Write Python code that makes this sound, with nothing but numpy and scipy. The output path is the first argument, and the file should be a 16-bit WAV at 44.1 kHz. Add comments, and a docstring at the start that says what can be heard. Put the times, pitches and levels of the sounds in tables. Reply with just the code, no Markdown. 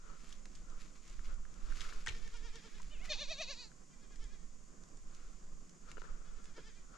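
"""A goat gives one quavering bleat on a stony hillside; others of the herd bleat faintly further off.
Voices are vocal fold pulses and breath noise through throat resonances.
Stones are ringing noise bursts, gravel is sparse random grains, under moving feet; two steps thud.
The hand-held camera is rubbed (uneven noise); its bumps and the steps are noise through broad modes.
Wind, a low murmur of open air and a thin hiss are coloured noise."""
import sys
import numpy as np
from scipy import signal
from scipy.fft import rfft, irfft
from scipy.io import wavfile
from scipy.ndimage import uniform_filter1d

SR = 44100
rng = np.random.default_rng(int(sys.argv[2]) if len(sys.argv) > 2 else 0)


def wrap_up_sound(samples):
    """Save the sound to the file named by the first command line argument, as 16-bit audio."""
    columns = np.atleast_2d(samples).T
    # keep every value between -1 and 1, then stretch to whole-number steps
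    tamed = np.clip(columns, -1, 1)
    steps = np.round(tamed * 32767).astype(np.int16)
    wavfile.write(sys.argv[1], SR, steps)


N = 307552
TIME, BINS = np.arange(N) / SR, np.fft.rfftfreq(N, 1 / SR)
EDGE_HZ = 13700  # top of the band


def amp(db):
    """Decibels to gain."""
    return 10 ** (np.asarray(db) / 20)


def unit(x):
    """Scales to rms 1."""
    return x / np.sqrt(np.mean(x ** 2) + 1e-20)


def read(points, hz):
    """Interpolates a (Hz, value) curve on a log-frequency axis."""
    f, value = np.transpose(points)
    return np.interp(np.log(hz + 1), np.log(f + 1), value)


def colour(x, points):
    """Filters by a (Hz, dB) spectrum."""
    return irfft(rfft(x) * amp(read(points, BINS)), N)


def pan(db):
    """Left and right gains, mean 1, for a left-right level difference."""
    gains = amp([[db / 2], [-db / 2]])
    return gains / gains.mean()


def add(mix, s, sound):
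    """Adds a stereo sound at time s, cut at the end of the mix."""
    part = mix[:, round(s * SR):][:, :sound.shape[1]]
    part += sound[:, :part.shape[1]]


def waver(n, rate_hz):
    """Slow random curve of rms 1: noise under a Gaussian low-pass."""
    lowpass = np.exp(-(np.fft.rfftfreq(n, 1 / SR) / rate_hz) ** 2)
    return unit(irfft(rfft(rng.standard_normal(n)) * lowpass, n))


def pair(a, b, same):
    """Two channels with a given likeness from two unrelated signals."""
    same = np.clip(same, -1, 1)
    return np.array([a, irfft(same * rfft(a) + np.sqrt(1 - same ** 2) * rfft(b), N)])


def resonate(x, hz, width_hz):
    """One-pole resonance of gain 1 at a fixed or moving frequency, by shifting it to 0 Hz and back."""
    turn = np.exp(2j * np.pi * np.cumsum(hz * np.ones(len(x))) / SR)
    r = np.exp(-np.pi * width_hz / SR)
    return 2 * (turn * signal.lfilter([1 - r], [1, -r], x / turn + 1e-18)).real


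def swells(rows):
    """Gain of overlapping events that each build up to a height and die away, 20 dB per stated time."""
    power = 0
    for s, db, rise_s, fall_s in rows:
        drop_db = 20 * np.maximum((s - TIME) / rise_s, (TIME - s) / fall_s)
        power = power + amp(db - drop_db) ** 2
    return np.sqrt(power)


# decay time of the scatter off the hillside: (frequency [Hz], T60 [s])
SLOPE_T60 = [(200, 0.57), (1500, 0.25), (4000, 0.33), (9000, 0.029)]


def hillside(x):
    """Rocks and bushes scatter a thin, short tail: sparse random taps, decaying per band."""
    taps = rng.standard_normal((2, SR // 2)) * (rng.random((2, SR // 2)) < 2500 / SR)
    hz, t, z = signal.stft(taps, SR, nperseg=256)
    decay = amp(-60 * t / read(SLOPE_T60, hz)[:, None])
    tail = signal.istft(z * decay, SR, nperseg=256)[1]
    return signal.fftconvolve(x, tail / np.linalg.norm(tail[0]), axes=1)[:, :N]


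# wind strength, before WIND_GAIN_DB: (time [s], level [dB])
WIND = [(0.0, -59), (0.64, -54), (1.05, -59.5), (1.32, -42.5), (1.53, -56.5), (1.68, -45), (1.9, -53),
        (2.3, -48), (2.62, -59), (2.8, -50.5), (3.2, -52.5), (3.88, -66), (4.25, -49), (4.8, -63.5),
        (5.5, -53.5), (5.75, -67.5), (6.1, -51), (6.97, -61)]
# gust spectrum on the microphone ports: (frequency [Hz], density [dB per Hz])
WIND_COLOUR = [(3, -6.5), (11, -1), (20, -7.5), (35, -16), (55, -28), (80, -45.5), (130, -86), (300, -97),
               (2000, -140)]
# open-air murmur spectrum: (frequency [Hz], density [dB per Hz])
AIR = [(47, -24), (80, -14.5), (113, -14.5), (162, -2), (226, -7), (257, -10.5), (353, -12.5), (438, -15.5),
       (627, -19.5), (939, -25), (1020, -17.5), (1690, -24.5), (2500, -41), (3250, -86), (5500, -120)]
# hiss spectrum: (frequency [Hz], density [dB per Hz])
HISS = [(1180, -52), (2000, -9), (2240, -13.5), (2350, -12), (2590, -13.5), (3010, -14.5), (3550, -16.5),
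        (4130, -18), (4770, -11), (6070, -7.5), (6290, -4.5), (6970, -1.5), (8460, -15), (10000, -25),
        (12000, -29.5), (18600, -120)]
# left-right likeness of air and hiss: (frequency [Hz], likeness [0-1])
AIR_SAME = [(60, 0.8), (200, 0.64), (500, 0.37), (1000, 0.18), (2000, 0.043), (4000, 0.68), (8000, 0.62),
            (12000, 0.14)]
WIND_GAIN_DB, AIR_DB, HISS_DB = 9, -65, -68


def background():
    """Wind on the ports, the low murmur of the valley and a steady hiss, all coloured noise."""
    noise = rng.standard_normal((3, 2, N))
    wind_db = np.interp(TIME, *np.transpose(WIND)) + WIND_GAIN_DB
    air_db = AIR_DB + 2 * waver(N, 23)
    same = read(AIR_SAME, BINS)
    wind = unit(colour(pair(*noise[0], 0.87), WIND_COLOUR)) * amp(wind_db) * pan(-5.5)
    air = unit(colour(pair(*noise[1], same), AIR)) * amp(air_db) * pan(-4.5)
    hiss = unit(colour(pair(*noise[2], same), HISS)) * amp(HISS_DB) * pan(1)
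    return wind + air + hiss


# finger strokes over the shell, before a 1 dB gain:
# (time of height [s], level [dB], build-up per 20 dB [s], fade per 20 dB [s])
RUB = [(.1, -61, 0.17, 0.18), (.71, -63.5, 0.12, 0.23), (1.31, -61.5, 0.16, 0.11), (1.72, -68, 0.49, 0.13),
       (1.92, -60.5, 0.49, 0.25), (5.22, -68, 0.24, 0.26), (5.89, -61.5, 0.075, 0.086),
       (6.04, -59.5, 0.033, 0.34), (6.275, -68, 0.061, 0.82), (6.96, -61, 0.12, 0.14)]
# rubbing spectrum: (frequency [Hz], density [dB per Hz])
RUB_COLOUR = [(200, -35), (450, -4), (800, -16), (1130, -6), (1360, 1.5), (1600, -9.5), (2100, -17),
              (3500, -22), (6000, -24), (12000, -76)]


def rubbing():
    """Skin drags unevenly over the shell, close to the left port: noise of wavering strength."""
    drag = rng.standard_normal((2, N)) * amp(1.13 * waver(N, 60))
    return unit(colour(pair(*drag, 0.23), RUB_COLOUR)) * swells(RUB) * amp(1) * pan(9.9)


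# gravel slides under the feet, before a -0.5 dB gain:
# (time of height [s], level [dB], build-up per 20 dB [s], settling per 20 dB [s])
GRAVEL = [(.3, -63, 0.28, 0.16), (.55, -68.5, 0.14, 0.16), (.81, -59, 0.043, 0.12), (.96, -65, 0.022, .07),
          (1.08, -63.5, 0.12, 0.31), (1.25, -60, .02, 0.096), (1.81, -54, 0.26, 0.43),
          (2.09, -60, .02, 0.6), (2.82, -66.5, 0.96, 0.62), (3.058, -51.5, 0.034, 0.034),
          (5.17, -69.5, 0.21, 0.49), (5.91, -63.5, 0.087, 0.027), (6.0, -62, 0.041, 0.043)]
# grain spectrum: (frequency [Hz], density [dB per Hz])
GRIT = [(530, -24), (900, -19), (1150, -3.5), (1500, -7), (1900, -8.5), (2300, -4.5), (3200, -9),
        (4960, -8.5), (5810, -9), (7150, -11), (8460, -21.5), (11000, -24.5), (13500, -39.5), (18600, -120)]
GRAINS_PER_S = 3500


def gravel():
    """Thousands of tiny grains of random size tumble under the feet: sparse impulses, coloured."""
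    size_db = 2.1 * np.minimum(rng.exponential(1, (2, N)), 5)
    sizes = amp(size_db) * rng.standard_normal((2, N))
    grains = sizes * (rng.random((2, N)) < GRAINS_PER_S / SR)
    return unit(colour(pair(*grains, 0.85), GRIT)) * swells(GRAVEL) * amp(-0.5) * pan(1.8)


# clicking stones: (time [s], nominal peak [dB], ring [Hz], left-right difference [dB])
STONES = [(0.3245, -44.5, 3580, -2), (0.454, -46, 2060, -1), (0.5508, -48.5, 4860, -2),
          (1.0958, -48.5, 7000, -2), (1.5392, -52.5, 6760, 2), (1.8057, -35.5, 3100, 2),
          (1.8144, -41, 2190, 12), (2.0608, -36, 1550, 4), (2.0695, -28.5, 1620, 2.5),
          (2.08, -33.5, 3300, 3), (2.0864, -32, 2580, 2), (2.0926, -40, 2370, 1), (2.275, -47, 1750, -2),
          (2.3393, -50, 1860, -2), (2.5554, -45, 3370, 4), (2.817, -48.5, 7560, 1), (4.1572, -51, 1930, 3),
          (4.835, -53, 6490, 3), (5.1468, -50, 6700, 3), (5.914, -43.5, 2220, 3), (6.454, -50.5, 2150, 2)]
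# click spectrum without the ring: (frequency [Hz], density [dB per Hz])
STONE = [(150, -51), (400, -34), (800, -10.5), (1200, -8.5), (1600, -6.5), (2600, -8), (3400, -0.5),
         (4300, -6.5), (6200, 1.5), (7500, -3), (9000, -10.5), (11000, -19), (13000, -40)]
# decay and ring of a stone of middling level
MIDDLING_DB, STONE_T60_S, STONE_RING_DB = -45, 0.021, 5
# heavier stones ring more: ring dB per dB above middling, level step that doubles the decay time
RING_PER_DB, DOUBLING_DB = 1.7, 32
# random pebble ticks: mean rate, mid level, mid ring
PEBBLES_PER_S, PEBBLE_DB, PEBBLE_HZ = 2.5, -53, 7100


def stones():
    """Each stone or randomly timed pebble gives a short gritty noise burst with its own ring."""
    out, t = np.zeros((2, N)), np.arange(4096) / SR
    hz = np.fft.rfftfreq(len(t), 1 / SR)
    chance = rng.uniform(-1.1, 1, (round(PEBBLES_PER_S * N / SR), 4))
    pebbles = [(abs(when) * N / SR, PEBBLE_DB + 3 * size, PEBBLE_HZ * (1 + .1 * pitch), 4 * side)
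               for when, size, pitch, side in chance]
    for s, db, ring_hz, side_db in STONES + pebbles:
        weight_db = db - MIDDLING_DB
        t60_s = STONE_T60_S * 2 ** (weight_db / DOUBLING_DB)
        burst = rng.standard_normal((2, len(t))) * amp(-60 * t / t60_s)
        burst = burst[0] + 0.3 * np.array([burst[1], -burst[1]])  # mid plus side
        ring_gain = amp(STONE_RING_DB + RING_PER_DB * max(weight_db, 0))
        ring = 1 + ring_gain / (1 + 7j * (hz - ring_hz) / ring_hz)
        click = irfft(rfft(np.roll(burst, shift=64, axis=1)) * amp(read(STONE, hz)) * ring)
        add(out, s, unit(click) * np.sqrt(t60_s) * amp(db - 5) * pan(side_db))
    return out


# bumps on the camera, plus the low body of the heavy step (2.075 s) and a footstep thud (6.578 s):
# (time [s], nominal peak [dB], left-right difference [dB], favoured frequency [Hz],
#  fall-off from it [dB per octave], contact T60 [s])
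CONTACTS = [(1.193, -55.5, 10, 1510, 8, 0.0064), (1.452, -56.5, -3, 1660, 11, 0.0074),
            (1.705, -57, 13, 1680, 16, .012), (1.7225, -49, 16, 1610, 27, .015),
            (1.8496, -50.5, 18, 1600, 18, 0.015), (1.924, -49.5, 7, 1550, 6, 0.011),
            (2.075, -49, 2, 400, 10, 0.36), (2.798, -52, 17, 877, 25, 0.033),
            (3.716, -60.5, 13, 1400, 7, 0.0067), (5.97, -48, 18, 1700, 3, 0.0064),
            (5.979, -47.5, 19, 1700, 0.5, .012), (6.018, -48, 18.5, 1360, 4.5, 0.011),
            (6.051, -58, 16, 1340, 29, 0.03), (6.578, -45, 0.5, 430, 2, 0.11)]
# broad modes: (frequency [Hz], width [Hz], level [dB])
MODES = [(384, 223, 3.5), (1016, 94, -7.5), (1408, 250, -7), (1510, 480, -1), (2770, 350, -11)]


def bumps_and_steps():
    """Rough contacts and steps sound through broad modes; each favours some of them."""
    out, t = np.zeros((2, N)), np.arange(6000) / SR
    for s, db, side_db, spot_hz, focus_db, contact_s in CONTACTS:
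        push = rng.standard_normal(len(t)) * amp(-60 * t / contact_s)
        ring = 0
        for f, width_hz, mode_db in MODES:
            mode = unit(resonate(resonate(push, f, width_hz), f, width_hz))
            ring = ring + amp(mode_db - focus_db * abs(np.log2(f / spot_hz))) * mode
        add(out, s, unit(ring) * amp(db - 17) * pan(side_db))
    return out


THUD_S = 2.083


def thud(db, hz, t60_s):
    """The ground gives a dull push under a heavy step: two decaying low sines."""
    out, t = np.zeros((2, N)), np.arange(SR // 3) / SR
    push = np.sin(2 * np.pi * hz * t) + .5 * np.sin(2 * np.pi * 1.6 * hz * t)
    push = push * amp(-60 * t / t60_s) * (1 - np.exp(-t / 0.007))
    add(out, THUD_S, amp(db) * push * pan(-2.1))
    return out


# manner: (fall from a crest [s], level drop between crests [dB], crest pitch mouth shut [Hz], open [Hz],
#          factor on the moving throat resonances at the first crest, its change [per s])
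NEAR_MANNER = (.048, 15.5, 480, 680, .93, .24)
FAR_MANNER = (.053, 12.7, 400, 485, 1.14, 0.06)
MUFFLED_MANNER = (.04, 9, 600, 1300, 1, -1.75)  # near goat, lips closed
EFFORT_LAG_S = 0.0027  # loudness peaks just after the pitch
# the voice cracks just after each crest: delay, width, extra rasp
CRACK_S, CRACK_WIDTH_S, CRACK_RASP = .013, .006, .5


def bleat(quavers, manner, throat, hoarse, lead_s, tail_s, scoop, shut_share, top_hz):
    """Vocal fold pulses through the throat; pitch, effort and mouth swell together in each quaver."""
    crest_s, crest_hz, crest_db, trough_hz = np.transpose(quavers)
    fall_s, dip_db, shut_hz, open_hz, first_shift, shift_per_s = manner
    jitter, rasp = hoarse
    trough_s = crest_s + np.r_[np.minimum(fall_s, .6 * np.diff(crest_s)), tail_s]
    turns_s = np.r_[crest_s[0] - lead_s, np.c_[crest_s, trough_s].ravel()]
    t = np.arange(turns_s[0], turns_s[-1], 1 / SR)
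    swing = np.interp(t, turns_s, np.arange(len(turns_s)) % 2)  # 0 in a trough, 1 on a crest
    turn = np.searchsorted(turns_s, t, "right") - 1
    falling, trough = turn % 2, (turn + 1) // 2
    # the higher the crest, the wider the mouth and the more pointed the quaver
    opening = np.clip((crest_hz - shut_hz) / (open_hz - shut_hz), .1, 1)
    pointed = 1 + 1.5 * (opening * crest_hz / NEAR_MANNER[3]) ** 4
    # pitch scoops in, climbs in a round arch, drops from a sharp crest
    arch = swing ** (np.r_[1, pointed][trough] * np.where(falling, 1, .65))
    low_hz = np.r_[.95 * crest_hz[0], trough_hz][trough]
    hz = uniform_filter1d(low_hz + arch * (crest_hz[turn // 2] - low_hz), size=300)
    hz = hz * (1 + scoop * np.exp(-(t - t[0]) / (.22 * lead_s)))
    turns_db = np.r_[crest_db[0] - 5, np.c_[crest_db, crest_db - dip_db].ravel()]
    effort_db = np.interp(t - EFFORT_LAG_S, turns_s, turns_db)
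    # the mouth shuts early on the way down, and the slackening folds grow hoarse
    tension = uniform_filter1d(swing ** np.where(falling, 2.6, .9), size=300)
    mouth = np.interp(t, crest_s, opening) * (1 - shut_share * (1 - tension))
    slack = 1 - .75 * tension
    cycles = np.cumsum(hz * (1 + jitter * slack * waver(len(t), 256))) / SR
    # each harmonic wavers in strength by itself
    flutter_db = 3.2 * np.sin(2 * np.pi * (rng.uniform(6, 30, (28, 1)) * t + rng.random((28, 1))))
    folds = unit(sum(amp(flutter_db[k]) * np.cos(2 * np.pi * k * cycles) * (k * hz < EDGE_HZ)
                     for k in range(1, 28)))
    # breath noise pulsing with the folds
    puffs = unit((0.55 + np.exp(-(cycles % 1) / 0.42)) * rng.standard_normal(len(t)))
    crack = np.exp(-((t - crest_s[turn // 2] - CRACK_S) / CRACK_WIDTH_S) ** 2)
    drive = folds * (1 + 0.17 * waver(len(t), 160)) + rasp * (slack + CRACK_RASP * crack) * puffs
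    shift = first_shift - 1 + shift_per_s * (t - crest_s[0])
    voice = 0
    for k, (f, width_hz, shut_db, wide_db, share) in enumerate(throat):
        gain = amp(shut_db + mouth * (wide_db - shut_db)) * (-1) ** k
        voice = voice + gain * resonate(drive, f * (1 + share * shift), width_hz)
    lowpass = signal.butter(4, min(top_hz, SR / 3), fs=SR, output="sos")
    voice = signal.sosfilt(lowpass, voice)
    # level the voice, so that effort alone sets the loudness
    voice /= np.sqrt(uniform_filter1d(voice ** 2, size=500) + 1e-12)
    gate = np.clip(np.minimum((t - t[0]) / (.5 * lead_s), (t[-1] - t) / (.5 * tail_s)), 0, 1)
    return t[0], (voice * amp(effort_db) * gate)[None].repeat(2, axis=0)


# near goat, one row a quaver: (crest [s], crest pitch [Hz], crest level [dB], pitch it sags to [Hz])
MUFFLED_START = [(2.935, 611, -58, 484), (3.04, 762, -57, 567), (3.089, 690, -53.5, 560)]  # behind closed lips
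NEAR_BLEAT = [(3.119, 610, -37.3, 375), (3.219, 612, -41.3, 466), (3.315, 666, -40.5, 534),
              (3.413, 668, -39, 472), (3.508, 586, -43.3, 432), (3.603, 508, -49.7, 372)]
# herd, one list a bleat: (crest [s], crest pitch [Hz], crest level [dB])
FAR_BLEATS = [
    [(2.155, 461.4, -60), (2.260, 456, -60), (2.352, 482, -56.5), (2.460, 474.5, -56), (2.560, 472, -56.5),
     (2.654, 463, -59.5), (2.756, 437, -62.5)],
    [(3.935, 403, -72.5), (4.030, 419, -68.5), (4.123, 421, -66), (4.227, 449, -61.5), (4.336, 426, -66.5),
     (4.425, 371.4, -76)],
    [(6.277, 431.6, -70), (6.372, 446.5, -68.5), (6.476, 432, -67.5), (6.568, 463.4, -58.5),
     (6.675, 452, -60.5), (6.775, 404, -69)],
]
# far quavers sag ever deeper: (first sag [share of pitch], growth [per s], deepest [share], floor [Hz])
FAR_SAG = (.06, .35, 0.23, 358)
# throat resonances: (frequency [Hz], width [Hz], level mouth shut [dB], level open [dB],
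#                     share of the moving factor [0-1])
MUFFLED_THROAT = [(680, 200, -11, -9, 0), (1250, 400, -15, -15, 0.3), (2800, 380, 0, 0, 1)]
NEAR_THROAT = [(670, 137, -11, 3, 0), (1100, 410, -16, -19, 0.7), (1700, 400, -14, -19.5, 0.82),
               (2550, 220, -9, 4, 0.16), (3820, 280, -2, 0.5, 0.89), (4420, 250, -0.3, -2, 0.35),
               (4930, 570, -9, -15, 0.4), (6000, 560, -10, -6.5, 0), (7100, 450, -11, -26, 0)]
FAR_THROAT = [(469, 53, -4, 1.5, 0.07), (1000, 1050, -23, -1, 0.089), (1800, 200, 2.5, -2, 0),
              (2395, 116, 1, -2.5, 0.013), (3100, 530, -5.5, -5.5, 0.29), (5420, 1650, -9.5, -7.5, 0)]
# hoarseness: (pitch jitter [share], rasp [share of the pulses])
NEAR_HOARSE = (.014, .2)
FAR_HOARSE = (.014, .3)
# echoes off the slope beside the goat: (delay [s], level [dB])
GROUND_ECHOES = [(.0024, -14), (.0052, -19)]
LEFT_LAG_S = 1.8e-5  # the near voice reaches the left port slightly later


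def goats():
    """The near goat, whose bleat starts behind closed lips, and the herd, each with hillside scatter."""
    near, far = np.zeros((2, 2, N))
    add(near, *bleat(MUFFLED_START, MUFFLED_MANNER, MUFFLED_THROAT, NEAR_HOARSE,
                     lead_s=.04, tail_s=.015, scoop=-.12, shut_share=.6, top_hz=4000))
    add(near, *bleat(NEAR_BLEAT, NEAR_MANNER, NEAR_THROAT, NEAR_HOARSE,
                     lead_s=.03, tail_s=.103, scoop=.2, shut_share=0.8, top_hz=8300))
    first, growth, deepest, rest_hz = FAR_SAG
    for crests in FAR_BLEATS:
        quavers = []
        for s, hz, db in crests:
            sag = min(first + growth * (s - crests[0][0]), deepest)
            quavers.append((s, hz, db, max(rest_hz, hz * (1 - sag))))
        add(far, *bleat(quavers, FAR_MANNER, FAR_THROAT, FAR_HOARSE,
                        lead_s=0.044, tail_s=.08, scoop=-0.0903, shut_share=0.99, top_hz=7000))
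    near = near + sum(amp(db) * np.roll(near, round(delay_s * SR), axis=1) for delay_s, db in GROUND_ECHOES)
    near[0] = irfft(rfft(near[0]) * np.exp(-2j * np.pi * BINS * LEFT_LAG_S), N)
    near_out = near * pan(.6) + amp(-18) * hillside(near)
    far_out = far * pan(1.5) + amp(-11) * hillside(far)
    return near_out + far_out


def scene():
    """Goats, stones, steps, handling and open air."""
    ground = stones() + gravel()
    ground = ground + amp(-12) * hillside(ground)
    contacts = bumps_and_steps() + thud(db=-38.5, hz=66, t60_s=0.15)
    return background() + rubbing() + ground + contacts + goats()


def record(dry):
    """The recorder's band limit: a linear-phase low-pass at EDGE_HZ."""
    lowpass = signal.firwin(511, EDGE_HZ, window=("kaiser", 9), fs=SR)
    return signal.oaconvolve(dry, lowpass[None], "same")


dry = scene()
out = record(dry)
wrap_up_sound(out)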